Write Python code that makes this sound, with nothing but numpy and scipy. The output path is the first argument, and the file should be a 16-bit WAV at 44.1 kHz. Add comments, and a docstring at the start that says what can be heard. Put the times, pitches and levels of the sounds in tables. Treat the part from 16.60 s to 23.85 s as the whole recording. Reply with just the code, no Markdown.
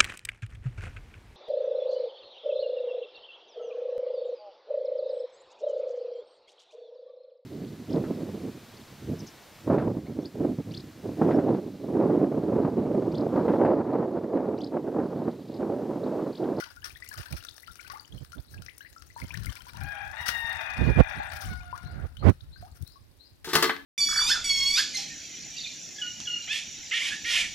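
"""Wet pieces of fish, lifted from a bowl of water in a paved yard, drain through squeezing fingers.
From the start a trickle of bubbles and wet crackle thins to single plinks and smacks, over outdoor air and a trill.
After a second a small bird starts a steady chirp of rising whistles, while puffs of air buffet the microphone.
Midway a rooster crows once, long and hoarse; the strongest puffs of air strike during the crow and just after it.
At the end the pieces slap into an empty steel bowl and set its modes ringing."""
import sys
import numpy as np
from scipy import signal
from scipy.fft import rfft, irfft
from scipy.io import wavfile
from scipy.ndimage import uniform_filter1d, map_coordinates

SR = 44100
rng = np.random.default_rng(int(sys.argv[2]) if len(sys.argv) > 2 else 0)


def inscribe(sig):
    """Save sig as 16-bit PCM at rate SR to the path in sys.argv[1].

    A 1-D sig is mono; a 2-D sig holds one channel per row.
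    Samples are clipped to [-1, 1] before scaling.
    """
    pcm = np.round(np.clip(np.atleast_2d(sig).T, -1, 1) * 32767)
    wavfile.write(sys.argv[1], SR, pcm.astype(np.int16))


N = 319725
TIME = np.arange(N) / SR


def from_db(db):
    """Decibels to gain."""
    return 10 ** (np.asarray(db) / 20)


def rms_one(x):
    """Scale to rms 1."""
    return x / np.sqrt(np.mean(x ** 2) + 1e-20)


def in_time(rows, t=TIME):
    """Read every column of a curve, drawn as straight lines, at the times t."""
    s, *columns = np.transpose(rows)
    return [np.interp(t, s, c) for c in columns]


def at_hz(points, hz):
    """Read a spectrum on a log-frequency axis."""
    f, value = np.transpose(points)
    return np.interp(np.log(np.maximum(hz, 1)), np.log(f), value)


def butter(x, hz, kind, order=2):
    """Causal Butterworth filter."""
    sos = signal.butter(order, np.clip(hz, 10, SR * .45), kind, fs=SR, output="sos")
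    return signal.sosfilt(sos, x)


def colour(x, spectrum, size=2048):
    """Minimum-phase filter with the given spectrum: nothing sounds early."""
    gain = from_db(at_hz(spectrum, np.fft.rfftfreq(size, 1 / SR)))
    cepstrum = irfft(np.log(gain))
    cepstrum[1:size // 2] *= 2
    cepstrum[size // 2 + 1:] = 0
    impulse = irfft(np.exp(rfft(cepstrum)))
    return signal.oaconvolve(x, impulse)[:len(x)]


def drift(rate):
    """Smooth random curve of spread 1 that changes about rate times a second."""
    return rms_one(butter(rng.standard_normal(N + SR), rate, "low")[SR:])


def add(track, s, sound):
    """Mix a sound in at time s."""
    i = int(np.clip(s * SR, 0, N - 1))
    track[i:i + len(sound)] += sound[:N - i]


def dying(t, t60):
    """Exponential decay by 60 dB in t60 seconds."""
    return from_db(-60 * t / max(t60, 1e-3))


def grains(per_s, spread_db):
    """Random clicks of uneven size; rms 1."""
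    size = from_db(spread_db * np.minimum(rng.exponential(1, N), 4)) * rng.choice([-1, 1], N)
    return rms_one(size * (rng.random(N) < per_s / SR))


# decay of the yard's echoes: (frequency [Hz], t60 [s])
ECHO_DECAY = [(200, 0.52), (800, 0.3), (1500, 0.3), (3000, 0.39), (6000, 0.2), (14000, 0.42)]


def yard(x, wet_db, direct_right, lag_s=0.00014, wander_s=0.0):
    """Direct sound plus scattered echoes, others for each port; the right port hears it by a wandering lag."""
    t, edges = TIME[:SR // 2], np.geomspace(100, 16000, 9)
    lag = lag_s + wander_s * drift(11)
    late = map_coordinates(x, [np.arange(N) - lag * SR], order=2)
    out = []
    for direct in (x, direct_right * late):
        tail = np.zeros(len(t))
        for lo, hi in zip(edges, edges[1:]):
            band = butter(rng.standard_normal(len(t)), [lo, hi], "band")
            tail += band * dying(t, at_hz(ECHO_DECAY, np.sqrt(lo * hi)))
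        tail = tail * np.clip(t / 0.0022, 0, 1)
        echoes = signal.oaconvolve(x, tail / np.linalg.norm(tail))[:N]
        out.append(direct + from_db(wet_db) * echoes)
    return np.array(out)


def shade(pair, right_port):
    """The right microphone port sits in shadow, so its tone is filtered."""
    return np.array([pair[0], colour(pair[1], right_port)])


# tone of the outdoor hum and hiss: (frequency [Hz], relative level [dB])
AIR_COLOUR = [(15, -22), (25, -19), (86, 1.5), (165, -14.5), (291, -5.5), (437, -12), (1060, -20),
              (1360, -23), (1470, -19), (3050, -23), (3880, -20.5), (4690, -22.5), (6140, -30.5),
              (14600, -27.5), (15800, -43)]
# the breeze between the puffs: (time [s], relative level [dB])
BREEZE_LEVEL = [(0, -62.5), (2.4, -67), (3.3, -55), (4.0, -59), (4.75, -50.5), (5.75, -55), (6.6, -66.5)]


def air(hiss_db, breeze_db):
    """Distant hum and hiss of the outdoors, over a light breeze that comes in small random eddies."""
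    hiss = rms_one(butter(colour(rng.standard_normal(N), AIR_COLOUR), 114, "high"))
    rumble = butter(rng.standard_normal(N), 61, "high", order=3)
    breeze = rms_one(butter(rumble, 79, "low", order=3))
    breeze_level_db = in_time(BREEZE_LEVEL)[0] + breeze_db + 6.0 * drift(7)
    return from_db(hiss_db) * hiss + from_db(breeze_level_db) * breeze


# the strongest puffs of air: (time [s], level of the low lump [dB], nominal length [s], microphone port)
AIR_PUFFS = [(0.601, -33, 0.025, "right"), (0.743, -27.5, 0.027, "right"), (1.559, -35.5, 0.04, "right"),
             (1.626, -33.5, 0.02, "right"), (1.791, -31, 0.024, "right"), (1.992, -38.5, 0.075, "right"),
             (2.642, -30, .025, "right"), (2.808, -31.5, 0.071, "left"), (2.892, -26.5, 0.034, "left"),
             (3.243, -32.5, 0.077, "left"), (4.226, -16, 0.035, "right"), (4.298, -14.5, 0.055, "right"),
             (4.385, -12, 0.021, "right"), (4.406, -3.5, 0.017, "right"), (4.588, -34, 0.037, "right"),
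             (4.859, -30.5, 0.018, "left"), (4.918, -32.5, 0.043, "right"), (5.259, -32, 0.028, "left"),
             (5.382, -32.5, 0.089, "right"), (5.449, -24.5, 0.029, "right"), (5.688, -7, 0.042, "right"),
             (6.228, -28, 0.021, "left")]


def wind(port, bright_db, growth):
    """Eddies on one port swell and break off: a low lump, with turbulence that grows faster than the puff."""
    power = np.zeros(N)
    for s, db, length, side in AIR_PUFFS:
        if side == port:
            # slower to swell than to break off
            width = length * np.where(TIME < s, 1.3, .6)
            power += from_db(2 * db) * np.exp(-np.pi * ((TIME - s) / width) ** 2)
    force = np.sqrt(power)
    lump = butter(butter(rng.standard_normal(N), 67, "high"), 108.4, "low", order=3)
    lump = lump / np.sqrt(uniform_filter1d(lump ** 2, size=900))
    # (frequency [Hz], relative level [dB])
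    rush = [(100, -16.5), (250, 3.0), (500, -2.5), (1000, -13.5), (2000, -21.5), (5000, -43.0), (15000, -59)]
    turbulence = rms_one(colour(rng.standard_normal(N), rush))
    turbulence = turbulence * from_db(bright_db) * (1 + growth * force)
    return butter(force * (lump + turbulence), 40.5, "high", order=4)


# swell of the trill: (time [s], relative level [dB])
INSECT_LEVEL = [(0, -68), (1.4, -77), (2.5, -73), (4.8, -49.5), (5.6, -64), (6.2, -64), (7.2, -93.5)]


def insect(level_db):
    """A faint, very high trill, a dozen strokes a second; every stroke falls in pitch."""
    stroke = np.cumsum(12 * (1 + .03 * drift(2))) / SR % 1
    pitch = 9600 * (1 + .2 * (.5 - stroke) + .003 * drift(300))   # Hz
    swell = np.sin(np.pi * stroke) ** 14
    tone = np.sin(2 * np.pi * np.cumsum(pitch) / SR)
    return tone * swell * from_db(in_time(INSECT_LEVEL)[0] + level_db)


# one chirp: (time after its start [s], pitch before the quiver [Hz], relative level [dB])
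CHIRP_CURVE = [(0, 3550, -23), (.025, 4217, 1), (.05, 4400, -12.5), (.075, 4910, -7), (.1, 5060, -14)]
CHIRP_START_S, CHIRP_EVERY_S = 1.185, .3375   # a steady beat
CHIRP_DB, CHIRP_SWELL_DB_PER_S = -57, 1.7   # the bird grows louder as it goes on


def bird(buzz=0.032, count=17):
    """The same rising, slightly buzzy whistle about three times a second, a little off in pitch each time."""
    out, t = np.zeros(N), TIME[:int(CHIRP_CURVE[-1][0] * SR)]
    hz, shape_db = in_time(CHIRP_CURVE, t)
    quiver = 1 + buzz * drift(400)
    for k, change in enumerate(rng.normal(1, 0.0099, count)):
        since = k * CHIRP_EVERY_S
        pitch = hz * change * quiver[k * len(t):][:len(t)]
        whistle = np.sin(2 * np.pi * np.cumsum(pitch) / SR) * signal.windows.tukey(len(t), .1)
        level_db = CHIRP_DB + CHIRP_SWELL_DB_PER_S * since + shape_db
        add(out, CHIRP_START_S + since, from_db(level_db) * whistle)
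    return out


# the crow, a short low note, then a long one that sags, breaks up and clears:
# (time [s], pitch before wavering [Hz], hoarseness [0-1], relative level [dB])
CROW_CURVE = [(3.17, 770, .5, -42.5), (3.24, 818, 0.17, -36), (3.43, 808.8, 0.3, -32),
              (3.5, 824, 0.56, -43), (3.59, 954, 0.23, -28.5), (3.82, 921, 0.06, -26.5),
              (4.1, 890.7, 0.67, -32.5), (4.64, 848.6, 1, -34), (4.9, 732.8, 0.1, -40.5),
              (4.99, 724, 0.02, -44.5), (5.08, 712, 0.16, -47), (5.28, 710, 0.19, -47),
              (5.44, 722, 0.88, -50), (5.56, 728, .55, -83)]
# throat resonances: (frequency [Hz], relative level [dB])
THROAT_COLOUR = [(400, -49.5), (620, -3), (780, -0.5), (1050, -10.5), (1250, 1.5), (1450, 0.5), (1650, 1.5),
                 (1850, 0.5), (2100, -1), (2500, -2), (3100, -16.5), (3700, -6.5), (4400, -51), (5300, -41),
                 (5950, -18), (6500, -37), (7200, -38), (12000, -69)]
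SECOND_START_S, SECOND_LENGTH_S = 3.93, 0.595   # the other side of the syrinx joins in mid-crow
SECOND_HZ, SECOND_SAG_HZ_PER_S = 2525, 220   # pitch at its start, before wavering, and its fall


def rooster(level_db=-6.5, jitter=.05, rasp=2.72, second_db=-39, dulling=0.38):
    """Syrinx pulses through the throat, stumbling in pitch and strength when hoarse; a second voice joins."""
    hz, hoarse, effort_db = in_time(CROW_CURVE)
    waver = (.003 + .03 * hoarse) * drift(35)
    phase = 2 * np.pi * np.cumsum(hz * (1 + waver + jitter * hoarse * drift(164.5))) / SR
    sharpness = from_db(dulling * (effort_db - effort_db.max()))   # less effort, rounder pulses
    pulses = rms_one(sum(np.cos(k * phase) * (sharpness if k > 2 else 1) for k in range(1, 10)))
    turbulence = .6 * hoarse * rng.standard_normal(N)
    voice = colour(pulses * (1 + rasp * hoarse * drift(243)) + turbulence, THROAT_COLOUR)
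    flutter = from_db(2.2 * drift(28))
    # level the voice, so that effort and flutter set its loudness
    voice = voice / np.sqrt(uniform_filter1d(voice ** 2, size=1500)) * flutter
    age = TIME - SECOND_START_S
    second_hz = (SECOND_HZ - SECOND_SAG_HZ_PER_S * age) * (1 + 0.01 * drift(67.6))
    swell = np.sqrt(np.abs(np.sin(np.pi * np.clip(age / SECOND_LENGTH_S, 0, 1))))
    second = np.sin(2 * np.pi * np.cumsum(second_hz) / SR) * swell * flutter * from_db(second_db)
    sounding = (TIME > CROW_CURVE[0][0]) & (TIME < CROW_CURVE[-1][0])
    return sounding * (voice * from_db(effort_db + level_db) + second)


def bubble_cloud(per_s, low_hz, high_hz, cycles, spread_db):
    """Bubbles born at random, each ringing a few cycles; busy stretches are evened to a level of about 1."""
    out = np.zeros(N)
    for place, pitch, size in rng.random((int(per_s * N / SR), 3)):
        hz = low_hz * (high_hz / low_hz) ** pitch
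        t = TIME[:int(cycles * SR / hz) + 4]
        ring = np.sin(2 * np.pi * hz * t * (1 + 0.17 * t / t[-1]))   # climbs as it dies
        ring = ring * dying(t, t[-1]) * (1 - np.exp(-t * hz / 2))
        add(out, place * N / SR, from_db(spread_db * size ** 2) * ring)
    return out / np.sqrt(np.abs(uniform_filter1d(out ** 2, size=5000)) + 0.00092)


# run-off from the fish: (time [s], relative gurgle level [dB], relative wet crackle level [dB])
RUNOFF_LEVELS = [(0, -36.5, -59), (.16, -68.5, -65), (.4, -66.5, -58.5), (.58, -42, -49.5), (.72, -56, -57),
                 (1.03, -70, -58.5), (1.3, -51.5, -54), (1.47, -66, -62), (2.45, -77, -61),
                 (2.7, -50.5, -55), (3.55, -53, -59), (3.78, -52, -49), (4.1, -48.5, -59), (4.6, -50, -57),
                 (4.85, -45, -47), (4.97, -52, -62), (5.85, -71, -73), (6.1, -63.5, -61.5), (6.5, -88, -72)]


def trickle(gurgle_db=-4.0, wash_db=0.0, crackle_db=-2.0, spray_db=-0.5):
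    """Run-off stirs bubbles and a wash in the bowl, while water films snap between fingers and fish."""
    gurgle, crackle = in_time(RUNOFF_LEVELS)
    stirred = bubble_cloud(per_s=170, low_hz=850, high_hz=3000, cycles=42, spread_db=24)
    snaps = bubble_cloud(per_s=520, low_hz=4000, high_hz=15800, cycles=24, spread_db=22)
    # the finest grains come in clumps, as the threads break and join
    clumps = rms_one(from_db(11.3 * np.minimum(drift(34.7), 1.7)))
    wash = rms_one(butter(colour(grains(2500, 1.3), SMACK_COLOUR), [600, 5000], "band"))
    spray = rms_one(butter(colour(grains(2500, 1.0), SMACK_COLOUR), 8200, "high"))
    in_bowl = stirred * from_db(gurgle_db) + clumps * wash * from_db(wash_db)
    on_hands = snaps * from_db(crackle_db) + clumps * spray * from_db(spray_db)
    return in_bowl * from_db(gurgle) + on_hands * from_db(crackle)


DRAIN_S = 2.6   # the stray drops thin out with this time constant as the fish drains


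def stray_times(chance):
    """Times of the lesser drops: thickest when the fish is freshly lifted and where the wet crackle is strong."""
    flow = np.sqrt(from_db(in_time(RUNOFF_LEVELS)[1]))
    fallen = np.cumsum(flow * np.exp(-TIME / DRAIN_S))
    share = (np.arange(len(chance)) + chance) / len(chance)
    return np.interp(share, fallen / fallen[-1], TIME)


# fingers squeeze the wet flesh: (time [s], relative level [dB], rise [s], t60 [s])
SQUEEZES = [(0.0, -33, 0.00067, 0.13), (0.242, -30.5, 0.00085, 0.065), (0.251, -34, 0.0035, 0.14),
            (0.575, -38, 0.013, 0.23), (0.762, -27.5, 0.0092, 0.087), (3.657, -19, 0.013, 0.12),
            (3.68, -12, 0.0073, 0.06), (4.801, -33.5, 0.024, 0.34)]


def wet_flesh(squelch_db=0.0):
    """A squeeze of the hands bursts a dense froth."""
    squeeze, t = np.zeros(N), TIME[:SR // 2]
    for s, db, rise, t60 in SQUEEZES:
        add(squeeze, s, from_db(db + squelch_db) * (1 - np.exp(-t / rise)) * dying(t, t60))
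    froth = rms_one(butter(colour(grains(5000, 0.77), SMACK_COLOUR), 770, "high"))
    return squeeze * froth


def bubble(hz, t60, rise, life=.31):
    """A trapped bubble rings, climbs ever faster in pitch as it nears the surface, and ends there."""
    t = TIME[:int(max(t60, .002) * life * SR)]
    age = t / t[-1]
    pitch = hz * (1 + rise * (0.297 * age + 1.1 * age ** 4))
    ring = np.sin(2 * np.pi * np.cumsum(pitch) / SR)
    return ring * dying(t, t60) * (1 - np.exp(-t / 0.00028)) * (1 - age ** 8)


# the loudest drops smacking on the water: (time [s], relative peak level [dB], relative treble [dB])
SMACKS = [(0.4878, -23, 17), (0.5387, -27.5, -2), (0.5871, -29, -8.5), (0.7248, -24, 1.5),
          (0.8485, -27, -6), (1.1553, -32, -8), (1.2989, -29.5, -28), (2.0203, -30.5, -8),
          (2.0617, -31, -32), (2.1799, -29, 34), (2.5995, -29.5, -11), (2.7397, -27.5, -4),
          (2.7726, -26.5, -14), (2.8579, -21.5, 0), (2.9262, -29.5, -6), (2.9532, -28, -4),
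          (3.1697, -30.5, -12), (3.2345, -31.5, 16), (3.6885, -12.5, -31), (5.5687, -36, -7.5),
          (5.6955, -29.5, -10), (6.2228, -33.5, 13), (6.2751, -34.5, 5)]
# tone of water hitting water: (frequency [Hz], relative level [dB])
SMACK_COLOUR = [(400, -13), (700, -5.5), (1000, -11), (1400, 6.5), (2200, -6.5), (4000, -5.5), (5600, -1),
                (7300, -19.5), (9000, -8), (12500, -16.5), (15500, -12)]


def splats(level_db=0.5, t60=0.015, fizz_db=-9, stray_db=-41, spread_db=9, stray_treble_db=-10, count=36, size=4):
    """Each impact is a soft crack and a few tiny bubbles that burst within milliseconds."""
    out, t = np.zeros(N), TIME[:SR // 30]
    when, strength = rng.random((count, 2)).T
    strays = zip(stray_times(when), stray_db + spread_db * strength, np.full(count, stray_treble_db))
    for s, db, treble_db in [*SMACKS, *strays]:
        burst = rng.standard_normal(len(t)) * dying(t, t60) * (1 - np.exp(-t / .0012))
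        body = butter(burst, 7000, "low", order=4)
        treble = butter(burst, 7500, "high", order=4)
        crack = colour(body + from_db(treble_db + 10.0) * treble, SMACK_COLOUR)
        add(out, s, from_db(db + level_db) * crack / np.abs(crack).max())
        for delay, pitch in rng.random((size, 2)):
            hz = 3500 * 4 ** pitch
            # after a dull smack the higher bubbles are fainter
            bubble_db = db + fizz_db + pitch * min(treble_db, 0)
            add(out, s + 0.016 * delay, from_db(bubble_db) * bubble(hz, 25 / hz, 0.018))
    return out


# the loudest drops that trap a bubble:
# (time [s], nominal pitch [Hz], relative level [dB], strength of the climb in pitch [factor])
PLINKS = [(0.024, 1445, -31, 0.6), (0.245, 5650, -24, .1), (0.254, 1276, -40, 0.15),
          (0.358, 1850, -39.5, 0.49), (0.423, 1970, -33.5, 0.4), (0.514, 1700, -35.5, 0.18),
          (0.658, 1545, -39, 0.21), (0.726, 2320, -36.5, 0.74), (0.886, 3540, -29.5, 0.9),
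          (1.08, 1373, -37.5, 0.21), (1.195, 2220, -37.5, 0.61), (1.3, 1108, -36.5, 0.61),
          (1.335, 825, -39, 1.1), (1.357, 1153, -39.5, 0.81), (1.397, 4730, -32, 0.089),
          (1.731, 1420, -39, 0.18), (2.084, 1900, -35, 1.65), (2.207, 1625, -38.5, 0.43),
          (2.26, 1940, -40.5, 0.6), (2.363, 1366, -41, 0.084), (2.563, 953, -35.5, 0.26),
          (2.617, 2160, -32.5, 0.32), (2.706, 2390, -31.5, 0.55), (2.742, 1720, -31, 1.7),
          (2.868, 2170, -32, 0.15), (2.896, 3150, -35.5, 0.11), (2.963, 2260, -38.5, 0.73),
          (3.067, 990, -44, 0.34), (3.145, 950, -42.5, 0.44), (4.599, 838, -29, 0.32),
          (5.128, 1000, -29, 0.81), (5.569, 3080, -38, 0.26), (5.626, 1250, -34.5, 0.35),
          (5.96, 1580, -46, 0.15), (6.026, 715, -42.5, 0.61), (6.357, 1128, -49.5, 0.11)]
BUBBLE_T60_S, BUBBLE_T60_SLOPE = .135, 1.28   # t60 at a nominal 1 kHz; it shrinks by this power of pitch


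def drips(level_db=4.0, stray_db=-47, spread_db=6, stray_climb=0.435, low_hz=1400, high_hz=5500, count=70):
    """Single plinks, a few loud among many faint; big low bubbles ring longest."""
    out = np.zeros(N)
    when, pitch, size, climb = rng.random((count, 4)).T
    stray_hz = low_hz * (high_hz / low_hz) ** pitch
    strays = zip(stray_times(when), stray_hz, stray_db + spread_db * size, 2 * stray_climb * climb)
    for s, hz, db, rise in [*PLINKS, *strays]:
        t60 = BUBBLE_T60_S * (1000 / hz) ** BUBBLE_T60_SLOPE
        add(out, s, from_db(db + level_db) * bubble(hz * .97, t60, rise))
    return out


# fish landing in the empty bowl: (time [s], relative slap level [dB], slap t60 [s],
# relative bowl ring level [dB], slap low cut [Hz], top cut of slap and ring [Hz])
FISH_LANDINGS = [(6.844, -31.5, 0.56, -49, 1090, 11800), (6.872, -42, 0.036, -28.5, 282, 610),
                 (6.889, -28.5, 0.53, -49, 1000, 7800), (6.932, -19, 0.44, -25.5, 300, 11600),
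                 (6.953, -5.5, 0.067, -19.5, 120, 11300), (7.025, -9.5, 0.076, -22, 500, 11900),
                 (7.038, -16.5, 0.18, -23, 130, 6000), (7.094, -4.5, 0.055, -39, 1100, 1930),
                 (7.165, -22, 0.014, -68, 1700, 3000)]
# tone of wet flesh on steel: (frequency [Hz], relative level [dB])
WET_SLAP_COLOUR = [(90, -6), (160, -0.5), (300, 0), (600, -5.5), (1200, 2.5), (1800, 5), (2400, -6),
                   (3200, -0.5), (5000, 0), (7000, -7), (10000, -7.5), (15500, -1)]
# modes of the empty steel bowl: (frequency before detuning [Hz], relative level [dB], t60 [s])
BOWL_MODES = [(162.5, -10, 0.24), (278.5, -18.5, 1), (316, -5, 0.17), (348, -4.5, 0.15), (365.3, 2.5, 0.17),
              (439, 2, 0.17), (770, -13, 0.37), (900, -1, 0.3), (1145, -1.5, 0.21), (1128, 0, 0.22),
              (1233, 7, 0.11), (1370, -9, 0.11), (1630, -25, 0.33), (1554, -9, 0.34), (1726, -13, 0.65),
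              (1790, -24, 0.38), (2060, -5, 0.37), (2695, -3.5, 0.1), (3150, -11, 0.16), (3650, -21, 0.15),
              (4320, -4, 0.25), (5580, -1, 0.21)]


def landing(slap_db=-1.5, ring_db=-6.5, clatter_db=-15, clatter_t60=0.18):
    """Wet slaps on the steel floor of the bowl; each sets its modes ringing, detuned by the shifting load."""
    slaps, rings, t = np.zeros(N), np.zeros(N), TIME[:SR // 2]
    wet = rms_one(colour(grains(9000, 2.7), WET_SLAP_COLOUR))
    for k, (s, db, t60, bowl_db, low_hz, top_hz) in enumerate(FISH_LANDINGS):
        # the thin wall's many high modes blur into a short clatter after the slap
        decay = dying(t, t60) + from_db(clatter_db) * dying(t, clatter_t60)
        slap = wet[k * SR // 3:][:len(t)] * decay * (1 - np.exp(-t / 0.00017))
        slap = butter(butter(slap, top_hz, "low"), low_hz, "high", order=1)
        add(slaps, s, from_db(db + slap_db) * slap)
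        strengths = from_db(rng.normal(0, 2.8, len(BOWL_MODES))) * rng.choice([-1, 1], len(BOWL_MODES))
        loads = rng.normal(1, .006, len(BOWL_MODES))
        modes = np.zeros(len(t))
        for strength, load, (hz, level, life) in zip(strengths, loads, BOWL_MODES):
            modes += strength * from_db(level) * np.sin(2 * np.pi * hz * load * t) * dying(t, life)
        ring = butter(modes * (1 - np.exp(-t / 0.0024)), top_hz, "low")
        add(rings, s, from_db(bowl_db + ring_db) * ring)
    return slaps + rings


# right port, facing away from the water: (frequency [Hz], relative level [dB])
RIGHT_SHADOW = [(100, 7.5), (600, -0.5), (1300, -11.5), (2400, -16.5), (4400, -20.5), (6000, -37),
                (8500, -18), (12000, -41), (15500, -5)]
# right port as the empty bowl reaches it: (frequency [Hz], relative level [dB])
RIGHT_SHADOW_BOWL = [(100, 2.5), (400, -1), (1300, -2), (3200, -1), (4500, -4.5), (6000, -16), (8500, -38),
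                     (12000, -8), (15500, -15)]


def scene():
    """Water and animals lie to the left, the empty bowl near the middle."""
    water = drips() + splats() + trickle() + wet_flesh()
    near = yard(water + insect(level_db=-2.0), wet_db=-10.0, direct_right=0.75, lag_s=0.0001, wander_s=7e-5)
    crow = yard(rooster(), wet_db=1.0, direct_right=0.2, lag_s=0.00012)
    chirps = yard(bird(), wet_db=1.5, direct_right=0.59)
    bowl = yard(landing(), wet_db=-10.5, direct_right=0.88, lag_s=0, wander_s=3e-5)
    left = wind("left", bright_db=-45, growth=3.0) + air(hiss_db=-65, breeze_db=5.5)
    right = wind("right", bright_db=-16.0, growth=4.27) + air(hiss_db=-64.5, breeze_db=3.0)
    yard_sounds = shade(near + crow + chirps, RIGHT_SHADOW)
    return yard_sounds + shade(bowl, RIGHT_SHADOW_BOWL) + np.array([left, right])


CUTOFF_HZ = 15900


def record(dry):
    """The strongest peaks are rounded and the top is cut."""
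    rounded = .82 * np.tanh(dry / .82)
    return signal.sosfilt(signal.ellip(10, .1, 80, CUTOFF_HZ, fs=SR, output="sos"), rounded)


dry = scene()
out = record(dry)
inscribe(out)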